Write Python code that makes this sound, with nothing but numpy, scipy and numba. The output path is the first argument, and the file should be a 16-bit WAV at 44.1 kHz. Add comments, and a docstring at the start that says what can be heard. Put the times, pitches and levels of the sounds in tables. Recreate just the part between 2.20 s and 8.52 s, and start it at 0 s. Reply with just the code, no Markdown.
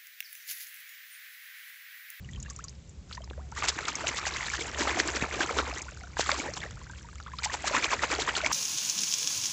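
"""Surges of bubbles and spray as a small plastic toy is shaken to and fro in a puddle, close to a phone.
Each stroke drives crowds of short rising rings with hiss; slaps are a hard knock, a cluster of short
rings and a treble crack. Single bubbles and drops plink as damped sines that stand out from the crowds.
A far motor hums unevenly as narrow noise bands, with low rumble, under a faint outdoor hiss."""
import sys
import numpy as np
from scipy import signal
from scipy.fft import rfft, irfft, next_fast_len
from scipy.io import wavfile
from scipy.ndimage import uniform_filter1d
from numba import njit

SR = 44100
rng = np.random.default_rng(int(sys.argv[2]) if len(sys.argv) > 2 else 0)


def int16_out(signal):
    """Quantize to a 16-bit WAV file."""
    q = np.round(np.clip(np.atleast_2d(signal).T, -1, 1) * 32767)
    wavfile.write(sys.argv[1], SR, q.astype(np.int16))


N = 278800

FULL_BOIL_DB = -38.5  # stirring level under which bubbles grow rarer

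# How much big trapped air gurgles. Each row: time in seconds, gurgle over fizz in dB.
GULP = [(0, -4), (1.4, -6.5), (1.8, 0), (2.0, -16), (2.33, -17.5), (2.45, 3), (3.0, 0), (3.5, 4),
        (3.95, -16), (4.3, 10.5), (5.2, -26), (5.35, -2.5), (5.7, -4), (6.32, -4)]


def undb(db):
    """Gain of a level in dB."""
    return 10 ** (np.asarray(db) / 20)


def level(x, db):
    """Scale to an rms level in dB."""
    return x * undb(db) / np.sqrt(np.mean(x ** 2))


def noise():
    """White noise as long as the scene."""
    return rng.standard_normal(N)


def colour(x, points):
    """Filter by (Hz, dB) points joined on a log-frequency axis."""
    size = next_fast_len(len(x))
    hz, db = np.transpose(points)
    bins = np.arange(1, size // 2 + 2) * SR / size
    gain = undb(np.interp(np.log(bins), np.log(hz), db))
    return irfft(rfft(x, size) * gain, size)[:len(x)]


def curve(points):
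    """A control of (seconds, value) points joined by straight lines, sample by sample."""
    return np.interp(np.arange(N) / SR, *np.transpose(points))


def clumps(rate, db):
    """Random gains, `rate` a second, joined by ramps in dB: water tears in lumps."""
    hold = int(SR / rate)
    steps = np.repeat(rng.standard_normal(N // hold + 1), hold)
    return undb(db * uniform_filter1d(steps, hold)[:N])


@njit
def rings(start, hz, t60, climb, size, onset):
    """Damped sines that swell over `onset` cycles while their pitch climbs (Hz a second), as bubbles do."""
    out = np.zeros(N)
    for k in range(len(start)):
        n = t60[k] * SR
        # the phasor z turns and shrinks by step; glide speeds up the turning
        z, glide = size[k] + 0j, np.exp(2j * np.pi * climb[k] / SR / SR)
        step = np.exp(2j * np.pi * hz[k] / SR - np.log(1000) / n)
        wait, swell = 1., np.exp(-hz[k] / (onset * SR))
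        first = int(start[k] * SR)
        for i in range(first, min(first + int(n), N)):
            out[i] += z.imag * (1 - wait)
            z, step, wait = z * step, step * glide, wait * swell
    return out


def air():
    """The outdoor hiss: steady coloured noise."""
    # Each row: frequency in Hz, density in dB per Hz.
    air_colour = [(150, 2), (300, 4.5), (500, 1.5), (1000, -26), (3400, -9.5), (6800, -12.5), (9000, -11)]
    return level(colour(noise(), air_colour), -57.5)


def rumble():
    """Low noise that swells and sinks."""
    # Each row: time in seconds, level in dB.
    rumble_swell = [(0, -40.5), (.17, -34), (.32, -44), (2.2, -44.5), (2.9, -44), (3.9, -45), (4.2, -46.5),
                    (4.5, -39), (4.8, -44.5), (6.32, -44.5)]
    # Each row: frequency in Hz, density in dB per Hz.
    rumble_colour = [(20, -67.5), (32, -28), (45, 0), (67, 3), (95, -5), (125, -5.5), (180, -10.5),
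                     (260, -24.5), (500, -68)]
    return level(colour(noise(), rumble_colour), 0) * undb(curve(rumble_swell))


def motor():
    """The far motor: noise through narrow resonances makes tones that waver."""
    # Each row: pitch in Hz, width in Hz, level over the motor curve in dB.
    tones = [(68.1, 2.7, 0), (109, 8.1, -18.5)]
    # Each row: time in seconds, level of the hum in dB.
    motor_swell = [(0, -42), (.7, -45), (1.3, -39), (1.7, -48), (2.5, -39.5), (3.8, -42), (4.05, -42.5),
                   (4.5, -45), (5.3, -47.5), (6.32, -45.5)]
    hum = np.zeros(N)
    for hz, width, db in tones:
        b, a = signal.iirpeak(hz, hz / width, SR)
        hum += level(signal.lfilter(b, a, noise()), db)
    return hum * undb(curve(motor_swell))


def burst(s, db, hz, t60, spread, count):
    """Each impact sheds a tight cluster of very short rings, scattered in pitch (octaves) and start."""
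    late, detune, longer = np.moveaxis(rng.random((len(s), count, 3)), -1, 0)
    start = s[:, None] + .11 * t60 * late
    pitch = np.clip(hz[:, None] * 2 ** (spread * (detune - .5)), 100, 8600)
    size = undb(db[:, None] - 10 - 2.4 * late)
    ring = (t60 * (.78 + .5 * longer)).ravel()
    return rings(start.ravel(), pitch.ravel(), ring, 0 * ring, size.ravel(), .6)


def ticks():
    """Drops bursting on the surface, bright and dry: a sharp tap and a cluster of short rings."""
    # Each row: time in seconds, level in dB, centre in Hz.
    drops = [(.1116, -47.5, 6400), (0.201, -39.5, 6770), (.227, -35, 7000), (.292, -46, 3900),
             (0.3002, -31.5, 6130), (0.3056, -36, 6700), (.3625, -35, 7100), (0.389, -43, 7000),
             (0.441, -31.5, 6330), (0.483, -34.5, 4900), (.4946, -38.5, 6400), (0.694, -46.5, 7300),
             (0.927, -29.5, 4050), (.95, -34.5, 4700), (1.043, -42, 5270), (1.1, -39, 3350),
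             (1.3166, -43, 6000), (1.6537, -26.5, 3520), (1.7544, -23, 6450), (2.138, -27, 3950),
             (3.619, -28.5, 6660), (4.337, -28, 5340), (4.3776, -32.5, 5550), (5.167, -45, 4350),
             (5.1864, -26.5, 3720), (5.244, -26.5, 7800), (6.1528, -20.5, 3420)]
    s, db, hz = np.transpose(drops)
    t60 = .025  # s, basis for the cluster's rings
    tap = rings(s, hz, .28 * t60 + 0 * s, 0 * s, undb(db + 4), .13)
    return tap + burst(s, db, hz, t60, .91, count=12)


def slaps():
    """The toy or a sheet of water slaps the surface: one hard knock, a broken body and a treble crack."""
    # Each row: time in seconds, level in dB, centre in Hz, treble over that level in dB.
    hits = [(1.485, -20, 2060, -21), (1.684, -17.5, 1380, -7), (1.87, -14.5, 2900, -23),
            (2.8, -10, 1900, -1), (3.025, -6.5, 282, -17), (3.206, -13.5, 1415, -14),
            (3.386, -12.5, 1350, -36), (3.995, -8, 640, -21), (4.093, -7.5, 1236, -35),
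            (4.116, -16.5, 2210, 5), (4.509, -34.5, 1400, 4), (5.001, -31, 1320, -8),
            (5.565, -13.5, 1740, -7.5), (5.643, -13.5, 2450, 0.5), (5.822, -21, 1210, -7),
            (6.262, -11.5, 2350, -4)]
    s, db, hz, treble_db = np.transpose(hits)
    t60 = .016  # s, basis for all three parts
    knock = rings(s, hz, .4 * t60 + 0 * s, 0 * s, undb(db + 1), .25)
    body = burst(s, db - 5, hz, t60, 1, count=5)
    crack = burst(s, db + treble_db, 4500 + 0 * s, .67 * t60, 1.3, count=12)
    return knock + body + crack


def drips():
    """The clearest bubbles: the tap of the drop that trapped each, its ring, and a smaller twin that roughens it."""
    # Each row: start in seconds, size in dB, first pitch in Hz, ring t60 in ms, pitch climb in Hz per ms.
    plinks = [(0.046, -42, 2890, 25, -2), (.089, -39.5, 1920, 32, 4), (.134, -34, 3260, 16, 0),
              (.148, -52, 1860, 30, -3), (.16, -36.5, 3080, 29, 6), (.232, -48, 2850, 20, -4),
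              (.26, -39, 1639, 37, 29), (.262, -45.5, 2750, 57, 0), (.307, -43, 1180, 49, -4.5),
              (.39, -37, 1116, 62, 33), (0.444, -46.5, 1115, 75, -1), (0.898, -44, 1470, 16, 5),
              (0.912, -27.5, 1330, 9.1, 15), (.972, -37, 1800, 27, 11), (.977, -28.5, 940, 25, 15),
              (1.005, -39, 645, 43, 1.5), (1.019, -41, 3150, 31, -1), (1.038, -39.5, 1110, 17, 2),
              (1.04, -44, 5100, 35, 6), (1.076, -34.5, 890, 9.4, 0), (1.11, -21, 394, 14, 30),
              (1.133, -37.5, 1570, 15, 21), (1.178, -32, 530, 55, 10.5), (1.192, -44.5, 865, 93, 26.5),
              (1.205, -57, 780, 710, -1), (1.321, -34.5, 850, 37, 13), (1.323, -38, 1264, 40, 19),
              (1.363, -32, 1140, 32, 5), (1.376, -28.5, 1895, 32, 9), (1.424, -12, 1225, 11, -11),
              (1.441, -14.5, 900, 12, 3), (1.68, -29.5, 1205, 80, 1.5), (1.837, -26.5, 560, 71, 11),
              (1.987, -26, 2010, 16, 44), (2.067, -18.5, 830, 18, -6), (2.161, -27, 2060, 28, 22),
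              (2.229, -20, 2000, 11.4, 0), (2.301, -24.5, 2190, 19, 25), (2.336, -19, 1660, 14.5, 18),
              (2.388, -22, 334, 31, 1), (2.409, -31, 425, 100, 2.5), (2.41, -28.5, 2160, 38, 28),
              (2.59, -22, 600, 30, -1), (2.608, -19.5, 334, 49, 3), (2.68, -21, 794, 29, 3),
              (2.695, -22, 1690, 20, 16), (2.755, -20.5, 330, 58, 1.5), (2.771, -18, 727, 30, -1),
              (2.855, -18, 336, 30, -1.5), (2.885, -17, 327, 30, 0), (2.949, -20.5, 404, 25, 2),
              (3.192, -19, 730, 20, 7), (3.203, -14.5, 333, 37, 0.5), (3.205, -18.5, 1424, 57, 26),
              (3.368, -12, 405, 28, 4.5), (3.388, -16.5, 1155, 41, 29.5), (3.48, -26, 500, 27, -2),
              (3.527, -25, 690, 25, 3), (3.573, -30, 1875, 30, 10), (3.666, -37, 950, 24, 12),
              (3.683, -33.5, 1380, 32, 16), (3.721, -34, 620, 19, 0), (3.811, -38, 2160, 12, -6),
              (3.817, -43, 736, 54, 4), (3.836, -35.5, 1380, 34, 11), (3.838, -41, 676, 67, 2.5),
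              (3.934, -39.5, 2210, 16, 34), (3.969, -19, 910, 14, 24), (3.969, -25.5, 1610, 22, 14),
              (4.123, -24.5, 527, 67, 8.5), (4.2, -24.5, 2240, 23, 10), (4.28, -32.5, 1755, 51, 17),
              (4.284, -25.5, 487, 54, 8.5), (4.404, -27, 3430, 13, -3), (4.418, -36, 1710, 29, 50),
              (4.436, -25, 1700, 18, 7), (4.453, -31, 447, 26, -2), (4.461, -32, 1810, 22, 22),
              (4.53, -51, 1410, 30, 11), (4.571, -38.5, 1270, 27, 31), (4.615, -44, 980, 44, 18),
              (4.697, -37, 970, 24, 2), (4.697, -39, 1525, 64, 6), (4.846, -42.5, 944, 55, 0),
              (4.887, -40, 1220, 37, 1), (4.956, -36, 3170, 7.6, 2), (4.983, -42, 2140, 18, 27),
              (5.003, -57, 820, 88, -3), (5.063, -33.5, 1123, 45, 48), (5.079, -38.5, 960, 66, 26),
              (5.118, -36, 1700, 17, 5), (5.135, -29.5, 1063, 40, -5.5), (5.188, -32.5, 1240, 53, 14),
              (5.258, -23.5, 794, 75, 9.5), (5.298, -25.5, 1787, 17, 26), (5.341, -22, 850, 33, -1),
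              (5.442, -17.5, 695, 23, 21), (5.476, -21.5, 1250, 20, 0), (5.51, -18.5, 514, 32, 15),
              (5.663, -23, 2230, 24, 55), (5.793, -21, 1870, 14, 20), (5.908, -22.5, 416, 49, 9),
              (5.987, -18.5, 436, 40, 1), (5.987, -23, 727, 34, 4), (6.088, -22.5, 1930, 37, 1.5),
              (6.235, -22.5, 630, 54, 0)]
    s, db, hz, t60_ms, climb = np.transpose(plinks)
    t60, climb_hz = t60_ms / 1000, 1000 * climb
    late, detune = rng.random((2, len(s)))
    tap = rings(s, 2.16 * hz, .0037 + 0 * s, 0 * s, undb(db - 5), .09)
    ring = rings(s, hz, t60, climb_hz, undb(db), 1.2)
    twin_hz, twin_t60 = hz * (.85 + .4 * detune), np.minimum(.6 * t60, .03)
    twin = rings(s + .006 * late, twin_hz, twin_t60, climb_hz, undb(db - 7), 1.2)
    return tap + ring + twin


def surge_power():
    """Each stroke swells and sinks as a nearly even bell of gurgle, fizz and spray power."""
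    # Each row: crest in seconds, fizz in dB, length in ms, spray over fizz in dB.
    surges = [(0.932, -55.5, 85, 9.5), (1.385, -39, 63, 3), (1.448, -30.5, 53, -2.5),
              (1.491, -31.5, 32.4, 9), (1.596, -33.5, 37, -17), (1.688, -31.5, 37, 3),
              (1.808, -40.5, 38, 0), (1.883, -29.5, 36, 2), (1.979, -40.5, 40, 10), (2.075, -30.5, 45, 1.5),
              (2.168, -42.5, 23, 8.5), (2.267, -38.5, 41, 5.5), (2.345, -42.5, 77, 8.5),
              (2.41, -42, 36, 9.5), (2.475, -41.5, 37, 1), (2.613, -31.5, 80, 4), (2.693, -32.5, 110, -2.5),
              (2.801, -28, 35.5, 3.5), (2.886, -34, 63, 0.5), (2.963, -32, 48, -0.5), (3.03, -31.5, 59, -8),
              (3.15, -33.5, 85, -5), (3.222, -30, 55, 1), (3.307, -30.5, 32, -14), (3.388, -29, 53, -1.5),
              (3.489, -37.5, 59, -6), (3.572, -42.5, 91, -0.5), (4.007, -28.5, 52, 3),
              (4.097, -35, 140, 1.5), (4.199, -42, 79, 7.5), (4.259, -39, 47, -13), (4.372, -41.5, 19, 7),
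              (4.441, -47.5, 140, -2), (4.784, -52, 45, 3), (5.246, -33, 33, 5.5), (5.341, -33.5, 36, 3),
              (5.473, -30.5, 62, 2), (5.558, -26, 91, -4), (5.641, -28.5, 57, 0.5), (5.728, -26.5, 53, -3),
              (5.836, -27.5, 43, -3.5), (5.929, -29.5, 90, -3), (6.012, -31.5, 48, 5),
              (6.086, -27, 43, -6.5), (6.174, -31.5, 47, 3), (6.262, -30.5, 47, -1), (6.32, -30, 55, -7)]
    rise_share = .51  # part of a surge's length before its crest
    t, power = np.arange(N) / SR, np.zeros((3, N))
    for s, db, length_ms, spray_db in surges:
        a, b = int((s - .12) * SR), int((s + .15) * SR)
        late = 1000 * (t[a:b] - s) / length_ms
        side = np.where(late < 0, rise_share, 1 - rise_share)
        bell = np.exp(-3 * (late / side) ** 2)
        gurgle_db = np.interp(s, *np.transpose(GULP))
        power[:, a:b] += bell * undb(2 * (db + np.array([[gurgle_db], [0], [spray_db]])))
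    return power


def wash_power():
    """Stirred water running on between strokes, as gurgle, fizz and spray power."""
    # Each row: time in seconds, fizz in dB.
    wash = [(0, -73), (.3, -59.5), (.8, -83.5), (1.3, -74), (1.4, -44), (1.55, -42.5), (2.22, -36.5),
            (2.5, -42.5), (2.78, -36), (3.06, -42), (3.4, -38), (3.64, -51.5), (3.94, -60), (4.1, -36.5),
            (4.54, -56), (5.09, -62.5), (5.25, -44), (5.65, -41), (6.32, -38.5)]
    fizz_db = curve(wash)
    gurgle_db = fizz_db + .4 * curve(GULP)  # the wash follows the gurgle curve in part
    spray_db = fizz_db - 2.5 + .3 * (FULL_BOIL_DB - fizz_db)  # calm water gains spray
    return undb(2 * np.array([gurgle_db, fizz_db, spray_db]))


def crowd(kind, power):
    """Random bubbles, a few much larger than the rest; weak stirring makes them smaller and rarer."""
    low_hz, high_hz, rate, cycles, rise, spread_db = kind
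    when, pitch, damping, big, climb, luck = rng.random((6, int(rate * N / SR)))
    hz = low_hz * (high_hz / low_hz) ** pitch ** .75
    t60 = cycles / hz * (.3 + 2.2 * damping ** 2)
    size = undb(-spread_db * np.log(1 - .99 * big)) * np.sign(climb - .5)
    # bring the full crowd to unit power before the stirring drives it
    size = size / np.sqrt(rate * np.mean(size ** 2 * t60) / (4 * np.log(1000)))
    born = when * (N - 1)
    stir = power[born.astype(int)]
    share = np.clip(np.sqrt(stir) / undb(FULL_BOIL_DB), .3, 1)  # part of the bubbles that are born
    size = size * np.sqrt(stir / share) * (luck < share)
    return rings(born / SR, hz, t60, 2 * rise * climb * hz / t60, size, .8)


def churn():
    """Stirring drives bubble crowds; droplets patter, air sloshes low and the finest spray merges into hiss."""
    # Each crowd: lowest Hz, highest Hz, births a second at full boil, cycles of ring,
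    # mean pitch rise as a share, size spread in dB.
    gurgle_kind = (240, 880, 800, 6, .4, 2.6)
    fizz_kind = (800, 3100, 1200, 12, .4, 4.3)
    spray_kind = (2600, 8200, 3500, 12, .15, 4.5)
    patter_kind = (1500, 7000, 300, 4, 0, 3.5)
    gurgle, fizz, spray = surge_power() + wash_power()
    bubbles = crowd(gurgle_kind, gurgle) + crowd(fizz_kind, fizz) + crowd(spray_kind, spray)
    patter = undb(-5.5) * crowd(patter_kind, spray)
    foam = clumps(150, 6) * colour(noise(), [(400, -30), (900, 0), (2500, 0), (5000, -14)])
    mist = clumps(200, 6) * colour(noise(), [(1500, -25), (3000, 0), (8000, -1)])
    hiss = level(foam, -8.5) * np.sqrt(fizz) + level(mist, -6) * np.sqrt(spray)
    # where big pockets of air rule, the whole puddle sloshes low
    low = level(colour(noise(), [(100, -29.5), (230, 3), (600, -22)]), -12)
    slosh = low * gurgle / np.sqrt(gurgle + fizz)
    return bubbles + patter + hiss + slosh


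def scene():
    """Motor and air far off, water close by."""
    distance = air() + rumble() + motor()
    water = ticks() + slaps() + drips() + churn()
    return (distance + water)[None]


def record(dry):
    """The phone's microphone colour, then a steep cut of the top."""
    # Each row: frequency in Hz, gain in dB.
    mic_colour = [(25, -11), (45, -6), (2300, 3), (3000, -2.5), (5500, -1), (7400, 3), (8000, -6),
                  (8600, -34), (9000, -50.5)]
    top_cut = signal.ellip(8, .2, 70, 9100, fs=SR, output="sos")  # cut above 9100 Hz
    return signal.sosfilt(top_cut, colour(dry[0], mic_colour))[None]


dry = scene()
out = record(dry)
int16_out(out)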